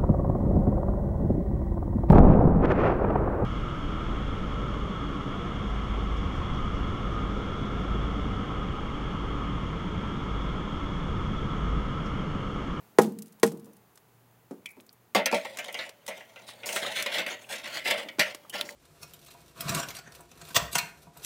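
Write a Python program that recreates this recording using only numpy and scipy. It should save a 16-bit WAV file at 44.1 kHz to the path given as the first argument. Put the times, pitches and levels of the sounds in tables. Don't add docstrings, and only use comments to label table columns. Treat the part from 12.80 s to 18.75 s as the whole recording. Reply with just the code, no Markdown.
import sys
import numpy as np
from scipy import signal
from scipy.fft import rfft, irfft, next_fast_len
from scipy.io import wavfile

SR = 44100
rng = np.random.default_rng(int(sys.argv[2]) if len(sys.argv) > 2 else 0)


def transcribe(u):
    v = np.clip(np.atleast_2d(u).T, -1, 1)
    q = np.round(v * 32767).astype(np.int16)
    wavfile.write(sys.argv[1], SR, q)


N = 262394
RING_SIZE = 24576
RING_T = np.arange(RING_SIZE) / SR

# frequency in Hz, relative level in dB.
AIR_COLOUR = [(15, -63), (25, -32), (117, -8.5), (180, -7.5), (317, -11), (363, -13), (427, -8.5),
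              (545, -14.5), (863, -12.5), (962, -14), (1790, -20.5), (5570, -30.5), (6740, -28),
              (7920, -30.5), (16000, -23.5)]
HUM_COLOUR = [(100, -35.5), (114, -8.5), (118, 16), (135, -29.5)]
# time in seconds, level in dB.
AIR_LEVEL = [(0, -59), (0.2, -62), (2.299, -64), (5.95, -59.5)]

# start in seconds, relative level in dB, brightness in dB per octave.
TICKS = [(0.387, -35, 4), (0.4206, -33.5, 6.5), (0.458, -47, 6), (0.597, -45, 4), (0.675, -32, -1),
         (0.7193, -40.5, 5), (1.1558, -47.5, 5.5), (1.1743, -44, -0.5), (1.8577, -34, 1.5),
         (1.9125, -43.5, 16), (2.1274, -44.5, 15), (2.5136, -22.5, -5), (2.771, -28, -1.5),
         (2.843, -33, -1.5), (2.926, -35, 9), (3.092, -33, -3), (3.264, -33, 1), (3.6885, -34, -4.5),
         (4.224, -20.5, 1.5), (5.3846, -20, -7.5), (5.5465, -28, -1), (5.696, -30.5, 6), (5.8087, -26.5, 8)]
# frequency in Hz, relative level in dB.
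TICK_COLOUR = [(300, -5.5), (900, -4.5), (2000, -1.5), (4000, -2), (8000, -2), (11000, -3.5),
               (16000, -12.5)]
# start in seconds, level in dB, pitch in Hz, t60 in seconds.
PINGS = [(2.001, -40.5, 3030, 0.01), (2.093, -38, 4720, 0.0053), (2.848, -36.5, 3270, 0.029),
         (4.643, -33, 2770, 0.023), (5.651, -47.5, 1150, .04), (5.7, -39, 2970, 0.054),
         (5.812, -8.5, 3560, 0.0036), (5.891, -32.5, 2070, 0.02)]
# frequency in Hz, relative level in dB, t60 in seconds.
RIM_WIRE_MODES = [(2300, -2, 0.26), (2350, 3.5, 0.11), (2430, 0, 0.072), (3030, -4, 0.062),
                  (3360, 4.5, 0.031)]

# start in seconds, then relative dB of ring, thud, grit and wire crack.
KNOCKS = [(0.187, 4.5, -8.5, -17, -17), (0.633, 1, -13.5, -21, -11), (1.71, 0.5, -39, -62, -55)]
# frequency in Hz, t60 in seconds, then relative dB in the first, second and third knock.
BOARD_MODES = [(215, .62, -29, -37, -60), (460, .55, -35, -34, -64), (815, .16, -24, -31, -62),
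               (178, .25, -35, -33, -48), (208, .08, -17, -24, -46), (254, .2, -34, -28, -54),
               (276, .18, -29, -42, -38), (334, .2, -33, -34, -52), (386, .09, -14, -16, -42),
               (432, .055, -9, -16, -56), (457, .12, -24, -12, -54), (486, .08, -14, -30, -42),
               (632, .08, -27, -23, -58), (705, .07, -32, -38, -48), (830, .05, -21, -28, -60),
               (920, .05, -18, -28, -62), (1040, .05, -21, -19, -70), (1272, .1, -29, -42, -80),
               (1420, .06, -28, -30, -80), (1660, .05, -27, -23, -80), (1875, .05, -24, -23, -80)]
# start in seconds, relative level in dB.
BUMPS = [(0.244, -27), (0.718, -38), (0.867, -50.5), (1.715, -41.5), (1.773, -57), (1.969, -48.5),
         (4.02, -46), (4.385, -41.5), (5.251, -46), (5.832, -47)]
# frequency in Hz, relative level in dB.
BUMP_COLOUR = [(140, -15), (190, 5.5), (290, 2.5), (370, 5.5), (480, -3), (700, -12.5), (1000, -14)]
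THUD_COLOUR = [(80, -23.5), (130, -7.5), (200, 1), (310, -9.5), (400, -3.5), (480, -2.5), (650, -3.5),
               (1000, -10.5), (1900, -15.5), (3300, -26.5), (4700, -26), (8000, -20.5), (16000, -32.5)]
# frequency in Hz, t60 in seconds.
THUD_DECAY = [(200, 0.55), (500, 0.11), (1000, 0.14), (2500, 0.072), (9000, 0.046)]

# frequency in Hz, relative level in dB, t60 in seconds before the water caps it.
MESH_MODES = [(1340, -12, .15), (1460, -9, .18), (1789, -4, .18), (1846, -4, .15), (1935, -3, .15),
              (2060, -1, .15), (2120, 0, .17), (2349, -1, .2), (2436, -2, .2), (2675, -2, .2),
              (2965, -4, .18), (3030, -3, .18), (3233, -2, .16), (3533, -3, .22), (3754, -6, .2)]
FLOOR_MODES = [(189.3, -2.5, 0.18), (212.6, 6.5, 0.06), (274, -7.5, 0.28), (288, -22.5, 0.047),
               (365, -25, 0.23)]
WALL_MODES = [(361, -4, 0.038), (476.5, -4.5, .12), (535.9, -3, 0.18), (585.9, -1, 0.25),
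              (629.6, -7.5, 0.25), (649.5, -3.5, 0.26), (732, -3, 0.094), (806.5, -3.5, 0.069),
              (909, -2, 0.071), (1031, -8, 0.071), (1130, -11, 0.1), (1390, -14, 0.09)]
# frequency in Hz, relative dB.
MESH_COLOUR = [(800, -62), (1100, -34), (1350, -5.5), (1650, -7.5), (2060, 4), (2450, -3), (2800, -2.5),
               (3500, -16.5)]
THIN_WIRE_COLOUR = [(1900, -4.5), (2500, -10), (2900, -2.5), (3300, 1.5), (3900, -5), (4700, -8),
                    (6500, -24.5)]
SCRATCH_COLOUR = [(2500, -68), (4000, -6), (5500, -2.5), (7500, -5), (10000, -8), (12000, -13),
                  (15500, -13.5)]
# gain for a blow in dB, gain for a slide in dB.
COUPLING = [(19.2, -1), (20.4, -7), (19.9, -0.5), (18.3, 0.5), (19.24, 1)]
# time in seconds, relative level in dB.
CREEP = [(2.56, -48.5), (2.73, -55.5), (2.96, -53), (3.07, -55.5), (3.13, -69.5), (3.26, -69), (3.34, -55),
         (3.5, -68), (3.7, -59.5), (3.83, -62), (5.63, -68.5), (5.95, -75)]
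# start and length in seconds, relative final level in dB,
# swell on the way in dB, then tub and scratch offsets in dB.
STROKES = [(3.663, 0.045, -52, -7, -11, 1), (3.851, 0.14, -45, 2.5, 6, 6.5),
           (4.014, 0.058, -36.5, -6.5, -2, -9), (4.087, 0.049, -40, 0, -4.5, -5.5),
           (4.129, 0.065, -31, 5.5, -11, -8.5), (4.262, 0.043, -42, -3, 0.5, -22),
           (4.305, 0.09, -29, 9, -4.5, -14), (4.471, 0.047, -39, -2.5, -1, -5),
           (4.595, .025, -58.5, 1, 1, 4), (4.685, 0.09, -42.5, -4, -4, -3.5),
           (4.828, 0.042, -41, -2.5, -9, -12), (4.886, 0.085, -35.5, 21, -6, -10),
           (5.036, 0.082, -30, 5.5, -0.5, -9), (5.15, 0.044, -38.5, -0.5, 3, -6.5),
           (5.215, 0.044, -57.5, 5, 13, -6), (5.445, 0.077, -54, -10.5, 3.5, -4),
           (5.723, 0.064, -37.5, -1, 0, -7), (5.837, 0.053, -56, 4, 8.5, 8.5)]
# start in seconds, strength in dB,
# then tub, scratch and thin wire offsets in dB, and the clatter's t60 in seconds.
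HITS = [(2.3483, -14, 3.5, -8, -1.5, 0.11), (2.3623, -23.5, 8.5, -14, 5, .12),
        (2.3875, -22.5, 4, -25, -15, 0.2), (2.4582, -15.5, -7, 0, -5.5, 0.05),
        (2.5251, -21, 10, -11, -11, 0.1), (2.544, -20.5, 0, -4.5, -2, 0.14),
        (2.648, -29, 0.5, -13.5, -9, 0.046), (2.7868, -24.5, -7.5, -6.5, -8, 0.081),
        (2.882, -29.5, -4.5, -16, -7.5, .035), (2.9433, -24.5, -9.5, -10, -6.5, 0.039),
        (2.99, -22.5, -12.5, -24, -4, 0.17), (3.2787, -29.5, 3.5, 0, -6, .093),
        (3.304, -30.5, -3.5, -28, -13, 0.13), (3.408, -37.5, -3, -29, -32, .022),
        (3.56, -37, -6.5, -30, -8.5, 0.047), (3.8332, -30, -5, -27, -7.5, 0.068),
        (3.8593, -39, 6.5, 14.5, -2, 0.15), (3.89, -24.5, -6.5, -15, -5, 0.0089),
        (3.9293, -42, 0, 13, 2, 0.067), (3.961, -21.5, -6, -4, 1, 0.065),
        (4.261, -20, -6.5, -11, -3, 0.037), (4.384, -22.5, -9, -7, 0, 0.11),
        (4.464, -22, -8.5, -18, -13, 0.047), (5.0566, -19, -10, -30, -11, 0.035),
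        (5.2864, -31, -21, -26, -2.5, 0.046), (5.394, -9, -9.5, -5.5, -6, 0.12)]


def from_db(db):
    return 10 ** (np.asarray(db) / 20)


def unit(x):
    return x / np.sqrt(np.sum(x ** 2) + 1e-20)


def fade(t60):
    return np.exp(-np.log(1000) * RING_T / max(t60, 1e-3))


def add(out, start_s, sound):
    start = int(round(start_s * SR))
    out[start:start + len(sound)] += sound[:N - start]


def low_cut(x, hz):
    return signal.sosfilt(signal.butter(4, hz, "high", fs=SR, output="sos"), x)


def log_bins(size):
    return np.log(np.fft.rfftfreq(size, 1 / SR) + 1)


def coloured(x, colour):
    hz, db = np.transpose(colour)
    size = next_fast_len(len(x), True)
    corners = np.log([hz[0] / 2, *hz, hz[-1] * 2])
    eq_db = np.interp(log_bins(size), corners, [db[0] - 10.5, *db, db[-1] - 23])
    return irfft(rfft(x, size) * from_db(eq_db), size)[:len(x)]


def noise(colour, size):
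    return unit(coloured(rng.standard_normal(size), colour)) * np.sqrt(size)


def grains(per_s, spread_db, size):
    strength = from_db(spread_db * np.minimum(rng.exponential(1, size), 4))
    polarity = rng.choice([-1, 1], size)
    touches = rng.random(size) < per_s / SR
    return unit(strength * polarity * touches) * np.sqrt(size)


def mode(hz, t60):
    return np.sin(2 * np.pi * hz * RING_T) * fade(t60)


def ringing(colour, t60, tail_db, tail_t60):
    return unit(noise(colour, RING_SIZE) * (fade(t60) + from_db(tail_db) * fade(tail_t60)))


def wet_body(modes, longest_t60=0.24):
    return unit(sum((-1) ** k * from_db(db) * mode(hz, min(t60, longest_t60))
                    for k, (hz, db, t60) in enumerate(modes)))


def through(drive, response):
    return signal.fftconvolve(drive, response)[:len(drive)]


def outdoor_air(hum_db=-71.5):
    air_db = np.interp(np.arange(N) / SR, *np.transpose(AIR_LEVEL))
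    return from_db(air_db) * noise(AIR_COLOUR, N) + from_db(hum_db) * noise(HUM_COLOUR, N)


def bubbles(push, count=90, ring_cycles=45, rise=6.0):
    first_s, out = STROKES[0][0], np.zeros(N)
    for when, pitch, size in rng.random((count, 3)):
        start = first_s + when * ((N - 1) / SR - first_s)
        hz = 750 * 9 ** pitch
        blip = np.sin(2 * np.pi * hz * RING_T * (1 + rise * RING_T)) * fade(ring_cycles / hz)
        add(out, start, push[int(start * SR)] * from_db(8 * size - 1) * blip)
    return out


def spatter(t60, tilt_db):
    colour = [(hz, db + tilt_db * np.log2(hz)) for hz, db in TICK_COLOUR]
    grit = coloured(grains(per_s=8300, spread_db=2.5, size=RING_SIZE), colour)
    attack = 1 - fade(t60 / 4)
    decay = fade(t60) + from_db(-27.5) * fade(0.17)
    return from_db(15) * unit(grit * attack * decay)


def snaps_and_drips(drips_per_knock=6, tick_t60=0.026):
    out = np.zeros(N)
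    for start, *_, grit_db, crack_db in KNOCKS:
        add(out, start - 0.0023, from_db(crack_db) * spatter(t60=0.038, tilt_db=-1))
        add(out, start + 0.029, from_db(grit_db - 7.5) * spatter(t60=0.04, tilt_db=7.5))
        for wait_s in 0.089 + 0.28 * rng.random(drips_per_knock):
            add(out, start + wait_s, from_db(-47 - 9 * wait_s) * spatter(tick_t60, tilt_db=5.5))
    for start, db, tilt_db in TICKS:
        add(out, start, from_db(db) * spatter(tick_t60, tilt_db))
    return low_cut(out, hz=250)


def wire_pings(rim_tap_s=1.8583, rim_tap_db=-40.5, echo_db=-6):
    pings = np.zeros(N)
    rim_tap = [(rim_tap_s, rim_tap_db + db, hz, t60) for hz, db, t60 in RIM_WIRE_MODES]
    for start, db, hz, t60 in [*rim_tap, *PINGS]:
        buzz = 1 + 0.6 * noise([(30, 0), (200, -3), (500, -20)], RING_SIZE)
        add(pings, start, from_db(db) * mode(hz, t60) * buzz)
    echo = through(pings, unit(rng.standard_normal(RING_SIZE) * fade(0.036)))
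    return low_cut(pings + from_db(echo_db) * echo, hz=250)


def thud():
    band_hz, band_t60 = np.transpose(THUD_DECAY)
    bands = [np.interp(log_bins(RING_SIZE), np.log(band_hz), row) for row in np.eye(len(band_hz))]
    spectrum = rfft(noise(THUD_COLOUR, RING_SIZE))
    return unit(sum(irfft(spectrum * band) * fade(t60) for band, t60 in zip(bands, band_t60)))


def shed_grit(peak_s=0.031, log_width=0.5):
    shower = np.exp(-0.5 * (np.log((RING_T + 1 / SR) / peak_s) / log_width) ** 2)
    patter = coloured(grains(per_s=1600, spread_db=1.3, size=RING_SIZE), TICK_COLOUR)
    return unit(patter * (shower + from_db(-11) * fade(0.37)))


def board_knocks():
    out = np.zeros(N)
    for k, (start, ring_db, thud_db, grit_db, _) in enumerate(KNOCKS):
        ring = sum(from_db(spot_db[k]) * mode(hz, t60) for hz, t60, *spot_db in BOARD_MODES)
        add(out, start, from_db(ring_db) * low_cut(ring, hz=190))
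        add(out, start, from_db(thud_db + 20) * thud())
        add(out, start, from_db(grit_db + 8) * shed_grit())
    for start, db in BUMPS:
        add(out, start, from_db(db + 29) * ringing(BUMP_COLOUR, t60=0.23, tail_db=-11, tail_t60=0.46))
    return low_cut(out, hz=162.7)


def sloshed_wall(detune=0.0086):
    shifts = 1 + detune * rng.standard_normal(len(WALL_MODES))
    return wet_body([(hz * shift, db, t60) for (hz, db, t60), shift in zip(WALL_MODES, shifts)])


def contact_responses(mesh_ring, thin_ring, floor_ring):
    mesh = ringing(MESH_COLOUR, t60=0.0073, tail_db=-3.5, tail_t60=0.2) + from_db(-12) * mesh_ring
    thin = ringing(THIN_WIRE_COLOUR, t60=0.006, tail_db=-19.5, tail_t60=0.11) + from_db(-14) * thin_ring
    scratch = ringing(SCRATCH_COLOUR, t60=0.0066, tail_db=-10, tail_t60=0.02)
    return unit(mesh), floor_ring, sloshed_wall(), scratch, unit(thin)


def stroke_gain(start, length, final_db, swell_db, grip_s=0.02, release_db_per_s=331):
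    t = np.arange(N) / SR - start
    moving_db = final_db + swell_db * (np.clip(t / length, 0, 1) - 1)
    release_db = release_db_per_s * np.maximum(t - length, 0)
    return np.clip(t / grip_s, 0, 1) * from_db(moving_db - release_db)


def rubbing_gains(creep_tub_db=5.5, creep_scratch_db=-3.5):
    creep = from_db(np.interp(np.arange(N) / SR, *np.transpose(CREEP), left=-np.inf))
    moves = [(creep, creep_tub_db, creep_scratch_db)]
    moves += [(stroke_gain(*shape), tub_db, scratch_db) for *shape, tub_db, scratch_db in STROKES]
    gains = np.array([gain for gain, _, _ in moves])
    shares = from_db([(0, tub_db - 10.5, tub_db, scratch_db, 0.5 + 0.14 * scratch_db)
                      for _, tub_db, scratch_db in moves])
    return np.sqrt(shares.T ** 2 @ gains ** 2)


def scraping(rubbing, rings, slips_per_s=120, stutter_db=3.5):
    out = np.zeros(N)
    slips = np.arange(0, N, SR // slips_per_s)
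    stutter = from_db(stutter_db * np.interp(np.arange(N), slips, rng.standard_normal(len(slips))))
    friction = unit(grains(per_s=5000, spread_db=2.5, size=N) * stutter) * np.sqrt(N)
    stretch = SR // 8
    for start in range(0, N, stretch):
        drives = friction[start:start + stretch] * rubbing[:, start:start + stretch]
        if drives.any():
            for drive, response, (_, slide_db) in zip(drives, contact_responses(*rings), COUPLING):
                add(out, start / SR, from_db(slide_db) * signal.fftconvolve(drive, response))
    return out


def clatter(rings, first_touch=0.36, firm_blow_db=-14):
    out = np.zeros(N)
    for start, mesh_db, tub_db, scratch_db, thin_db, t60 in HITS:
        touches = unit(grains(per_s=5000, spread_db=-1.5, size=RING_SIZE) * fade(t60))
        touches[0] += first_touch
        wall_db = mesh_db + tub_db
        floor_db = wall_db - 12.5 + 0.34 * (wall_db - firm_blow_db)
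        levels = mesh_db, floor_db, wall_db, mesh_db + scratch_db, mesh_db + thin_db
        for db, response, (blow_db, _) in zip(levels, contact_responses(*rings), COUPLING):
            add(out, start, from_db(db + blow_db) * unit(through(touches, response)))
    return out


def mesh_in_tub(rubbing):
    wires = wet_body(MESH_MODES)
    mesh_ring = unit(coloured(wires, MESH_COLOUR))
    thin_ring = unit(coloured(wires, THIN_WIRE_COLOUR))
    rings = mesh_ring, thin_ring, wet_body(FLOOR_MODES)
    return low_cut(clatter(rings) + scraping(rubbing, rings), hz=128)


def scene():
    rubbing = rubbing_gains()
    mix = outdoor_air() + board_knocks() + mesh_in_tub(rubbing)
    mix += bubbles(push=rubbing[0]) + snaps_and_drips() + wire_pings()
    return mix[None]


def record(dry, ceiling=0.9, cutoff_hz=15900):
    rounded = ceiling * np.tanh(dry / ceiling)
    return signal.sosfilt(signal.ellip(10, 0.2, 80, cutoff_hz, fs=SR, output="sos"), rounded)


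dry = scene()
out = record(dry)
transcribe(out)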